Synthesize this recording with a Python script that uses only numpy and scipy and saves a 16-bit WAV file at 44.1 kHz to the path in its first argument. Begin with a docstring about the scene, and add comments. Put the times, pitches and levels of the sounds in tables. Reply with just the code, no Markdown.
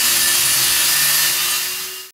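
"""In a workshop, a circular saw cuts plywood along a guide, heard close up and in mono.
The teeth rasp and whine in step with the blade, and the steel disc rings under their blows.
The motor hums and the board drones. The blade hisses and squeals as it rubs in the slot it cuts.
As the blade leaves the wood the load drops and the motor speeds up; then the sound is faded out."""
import sys
import numpy as np
from scipy.fft import rfft, irfft, next_fast_len
from scipy.io import wavfile
from scipy.ndimage import map_coordinates

SR = 44100
rng = np.random.default_rng(int(sys.argv[2]) if len(sys.argv) > 2 else 0)


def waveform_to_disk(signal):
    """Save audio, clipped to [-1, 1], as 16-bit WAV at the path in sys.argv[1]."""
    frames = np.transpose(np.atleast_2d(signal))
    scaled = np.clip(frames, -1, 1) * 32767
    samples = np.round(scaled).astype(np.int16)
    wavfile.write(sys.argv[1], SR, samples)


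N = 94197
TOP_HZ = 15750  # the highest sound kept

# The tone colour of the rasp. Each row: frequency in Hz, relative level in dB.
RASP_COLOUR = [(25, -50), (100, -23), (300, -10.5), (450, -18.5), (650, -11.5), (900, -6), (1250, -1),
               (1800, -3), (2200, -1), (2800, 3), (3400, -1.5), (4600, 2.5), (5600, .5), (6800, 0.6),
               (8500, -1.5), (10000, -1.5), (12300, -.5), (13600, -3.5), (15200, -6), (17000, -12)]


def amp(db):
    """Turn decibels into a gain."""
    return 10 ** (np.asarray(db) / 20)


def unit(x):
    """Scale a signal to an average (rms) level of 1."""
    return x / np.sqrt(np.mean(x ** 2) + 1e-20)


def seconds():
    """The time of each sample."""
    return np.arange(N) / SR


def curve(rows):
    """Join (time, value) points with straight lines."""
    return np.interp(seconds(), *np.transpose(rows))


def wobble(rate):
    """A smooth random curve through `rate` points a second."""
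    return map_coordinates(rng.standard_normal(size=1024), [seconds() * rate + 2], mode="wrap")


def filtered(x, response):
    """Scale each frequency in x by response(hz)."""
    size = next_fast_len(N + SR // 2)
    return irfft(rfft(x, size) * response(np.fft.rfftfreq(size, 1 / SR)), size)[:N]


def coloured(x, colour):
    """Shape x with (Hz, dB) points, then set its level to 1."""
    points_hz, db = np.transpose(colour)
    return unit(filtered(x, lambda hz: amp(np.interp(np.log(hz + 1), np.log(points_hz + 1), db))))


def noise(colour):
    """Noise with the given tone colour."""
    return coloured(rng.standard_normal(N), colour)


def ring(hz, width_hz):
    """Noise that rings around one pitch, at level 1."""
    return unit(filtered(rng.standard_normal(N), lambda f: 1 / (1 + 2j * (f - hz) / width_hz) ** 2))


def tone(cycles, flicker_db, drift, rate):
    """A tone at level 1 that wavers in loudness and, by `drift` radians, in phase."""
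    flicker = amp(flicker_db * wobble(rate))
    phase = 2 * np.pi * (cycles + rng.random()) + drift * wobble(rate)
    return unit(flicker * np.sin(phase))


def jagged_buzz(cycles, renew_hz, size=4096):
    """A jagged wave that repeats every cycle and slowly changes with the wood."""
    spectra = np.exp(2j * np.pi * rng.random((64, size // 2 + 1)))
    below_top = np.arange(size // 2 + 1) < TOP_HZ * N / SR / cycles[-1]
    shapes = irfft(spectra * below_top, size)
    age = seconds() * renew_hz + rng.random()
    wave = map_coordinates(shapes, [age, cycles % 1 * size], order=1, mode="grid-wrap")
    blend_level = np.hypot(age % 1, 1 - age % 1)  # blending two shapes dips the level
    return coloured(wave / blend_level, RASP_COLOUR)


def rasp(turns):
    """Fibres tear and the teeth buzz above them, pulsing with each turn and quarter turn."""
    quarters = 4 * turns
    buzz = amp(-6.5) * jagged_buzz(turns, renew_hz=9.23)
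    buzz += amp(-5.5) * jagged_buzz(quarters, renew_hz=16)
    treble = lambda hz: 1 - 1 / (1 + (hz / 1710) ** 4)
    fibres = filtered(noise(RASP_COLOUR), lambda hz: amp(-3 * treble(hz)))
    pulse_db = 0.27 * np.sin(2 * np.pi * turns) + 0.35 * np.sin(2 * np.pi * quarters)
    grain_db = 0.6 * wobble(60)
    return amp(pulse_db + grain_db) * (fibres + filtered(buzz, treble))


def tooth_whine(turns):
    """The 24 teeth whine, and the four-part blade adds overtones."""
    # Each row: multiple of the blade speed, level in dB relative to the bite.
    overtones = [(24, -20.5), (26, -20.5), (36, -23), (40, -21.5), (44, -23.5), (48, -20.5), (52, -20.5),
                 (60, -34), (68, -25), (100, -40), (104, -38), (128, -58), (132, -18.5), (136, -22),
                 (144, -27)]
    return sum(amp(db) * tone(k * turns, flicker_db=1.5, drift=0.77, rate=26) for k, db in overtones)


def disc_ring(bite):
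    """The steel rings under the random blows of the cut, more freely as the wood lets go."""
    # Each row: pitch in Hz, width in Hz, level in dB relative to the drive.
    resonances = [(1766, 108, -17.5), (2833, 110, -17.5), (4350, 300, -21), (5020, 31, -16.5),
                  (6150, 48, -21), (11750, 95, -18), (12640, 190, -18), (14580, 160, -15)]
    drive = bite.max() * (bite / bite.max()) ** 0.83  # falls more slowly than the bite
    return drive * sum(amp(db) * ring(hz, width) for hz, width, db in resonances)


def chatter(turns, depth_db=1.5):
    """A pulsing gain: the blade runs slightly crooked and presses on the wood once a turn."""
    return unit(amp(depth_db * (np.sin(2 * np.pi * turns) + 0.4 * wobble(70))))


def motor(turns, bite):
    """The shaft hums, a high whine follows the load, and the fan blows air."""
    # The shaft's hum. Each row: time in seconds, level in dB.
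    hum_levels = [(0, -43), (.8, -43.5), (1, -49), (1.3, -48.5), (1.45, -45), (1.65, -47.5), (1.9, -44),
                  (2.1, -48)]
    # The fan's air. Each row: frequency in Hz, relative level in dB.
    air_colour = [(100, -12), (500, -22.5), (1000, -3.5), (1600, 4.5), (3000, 3), (5000, 5.5), (9000, 0.5),
                  (16000, 3.5)]
    shaft_turns = 4.78 * turns  # gear ratio
    hum = amp(curve(hum_levels)) * tone(shaft_turns, flicker_db=1.7, drift=0.04, rate=30)
    whine = amp(-15.5) * bite * tone(13 * shaft_turns, flicker_db=3.6, drift=0.56, rate=30)
    return hum + whine + amp(-32.5) * noise(air_colour)


def swell(start, end, ramp_s):
    """A gain that rises and falls between two times, never above 1."""
    t = seconds()
    return np.clip(np.minimum(t - start, end - t) / ramp_s, 0, 1)


def board(turns, bite):
    """The board and its stand rumble, drone, and throb in step with the blade."""
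    # Each row: time in seconds, level in dB.
    rumble_levels = [(0, -46), (.22, -44), (.3, -40), (.42, -45), (.62, -43), (.74, -43), (.85, -43),
                     (1.0, -47.5), (1.18, -47), (1.33, -46.5), (1.55, -53.5), (1.76, -55), (1.87, -54),
                     (2.02, -67)]
    # Each row: frequency in Hz, relative level in dB.
    rumble_colour = [(15, -70), (36, -51), (54, -3), (74, -1), (95, -8), (125, -4.5), (200, -9), (280, -8),
                     (450, -17), (1500, -44)]
    # Each row: start in seconds, end in seconds, pitch in Hz, level in dB.
    drone_notes = [(-.05, 0.365, 237, -46), (0.334, .72, 130, -39.5), (0.828, 1.386, 149, -49.5),
                   (1.652, 1.94, 180, -55)]
    # Each row: multiple of the blade speed, level in dB relative to the bite.
    throb_tones = [(2, -33), (4, -41.5), (7, -39.5), (8, -30.5), (9, -36.5), (11, -38.5), (13, -30.5)]
    drones = np.zeros(N)
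    for start, end, hz, db in drone_notes:
        note = tone(hz * seconds(), flicker_db=1.2, drift=0.2, rate=15)
        drones += amp(db) * swell(start, end, ramp_s=0.1) * note
    throb = sum(amp(db) * tone(k * turns, flicker_db=3, drift=0.48, rate=13.95) for k, db in throb_tones)
    rumble = amp(curve(rumble_levels)) * noise(rumble_colour)
    return rumble + drones + bite * throb


def rubbing(turns):
    """The blade rubs in its slot: it hisses, and single overtones squeal for a moment."""
    # Each row: start in seconds, end in seconds, multiple of the blade speed, level in dB.
    squeal_notes = [(.03, 0.447, 100, -32), (0.193, 0.496, 52, -31), (.3, .48, 44, -32),
                    (0.417, 0.568, 128, -30), (0.415, 0.564, 132, -25), (0.464, 0.758, 136, -31),
                    (.18, 0.345, 24, -29.5), (.87, 1.318, 24, -30.5), (0.875, 1.252, 60, -40),
                    (0.974, 1.2, 132, -31), (0.976, 1.236, 156, -25.5), (1.354, 1.484, 48, -27.5),
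                    (1.36, 1.612, 16, -35.5), (1.36, 1.585, 40, -31), (1.37, 1.564, 44, -34.5),
                    (1.375, 1.598, 52, -39), (1.47, 1.556, 108, -27), (1.478, 1.553, 116, -24.5),
                    (1.45, 1.62, 88, -32), (1.407, 1.642, 36, -32.5), (1.658, 1.815, 36, -34.5),
                    (1.848, 2.068, 36, -38), (1.78, 2.12, 16, -49)]
    # Each row: time in seconds, level in dB.
    hiss_levels = [(0, -30), (.25, -23), (.43, -25.5), (.47, -24.5), (.6, -26), (.85, -27), (1.1, -27),
                   (1.3, -34), (1.6, -50), (2.1, -63)]
    squeals = np.zeros(N)
    for start, end, k, db in squeal_notes:
        roughness = 1 / (1 + (27 / k) ** 4)  # low squeals are smooth, high ones rough
        note = tone(k * turns, flicker_db=3 * roughness, drift=0.45 * roughness, rate=110)
        squeals += amp(db) * swell(start, end, ramp_s=0.042) * note
    hiss = amp(curve(hiss_levels) + 1.2 * wobble(63)) * ring(hz=9900, width_hz=1660)
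    return squeals + hiss


def scene():
    """Add up the saw's sounds, tied together by the blade's speed and bite."""
    # Each row: time in seconds, turns per second.
    blade_speeds = [(0.0, 75), (0.08, 73.44), (0.16, 73.62), (0.3, 73.42), (0.42, 73.63), (0.5, 73.5),
                    (0.62, 73.64), (0.7, 73.75), (0.8, 73.27), (0.9, 74.15), (1.02, 74.76), (1.12, 74.98),
                    (1.26, 74.77), (1.4, 75.6), (1.56, 76.08), (1.72, 77.07), (1.86, 77.7), (2.1, 78.86)]
    # How hard the teeth bite. Each row: time in seconds, level in dB.
    bite_levels = [(0, -17.5), (.07, -17), (.22, -18), (.9, -17), (1.12, -17), (1.27, -17.5), (1.36, -20),
                   (1.44, -19.5), (1.53, -20.5), (1.63, -23), (1.7, -24.5), (1.84, -27.5), (1.92, -33),
                   (2.1, -34.5)]
    turns = np.cumsum(curve(blade_speeds)) / SR  # blade turns so far
    bite = amp(curve(bite_levels))
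    steel = chatter(turns) * disc_ring(bite) + chatter(turns) * rubbing(turns)
    cutting = bite * (rasp(turns) + tooth_whine(turns))
    saw = cutting + steel + motor(turns, bite) + board(turns, bite)
    return np.array([saw, saw])


def record(dry):
    """Fade down, cut to silence before the fade ends, and remove the highest treble."""
    fade_start_s, fade_end_s, stop_s = 1.963, 2.151, 2.108
    t = seconds()
    fade = np.clip((fade_end_s - t) / (fade_end_s - fade_start_s), 0, 1) * (t < stop_s)
    return np.array([filtered(side * fade, lambda hz: hz < TOP_HZ) for side in dry])


dry = scene()
out = record(dry)
waveform_to_disk(out)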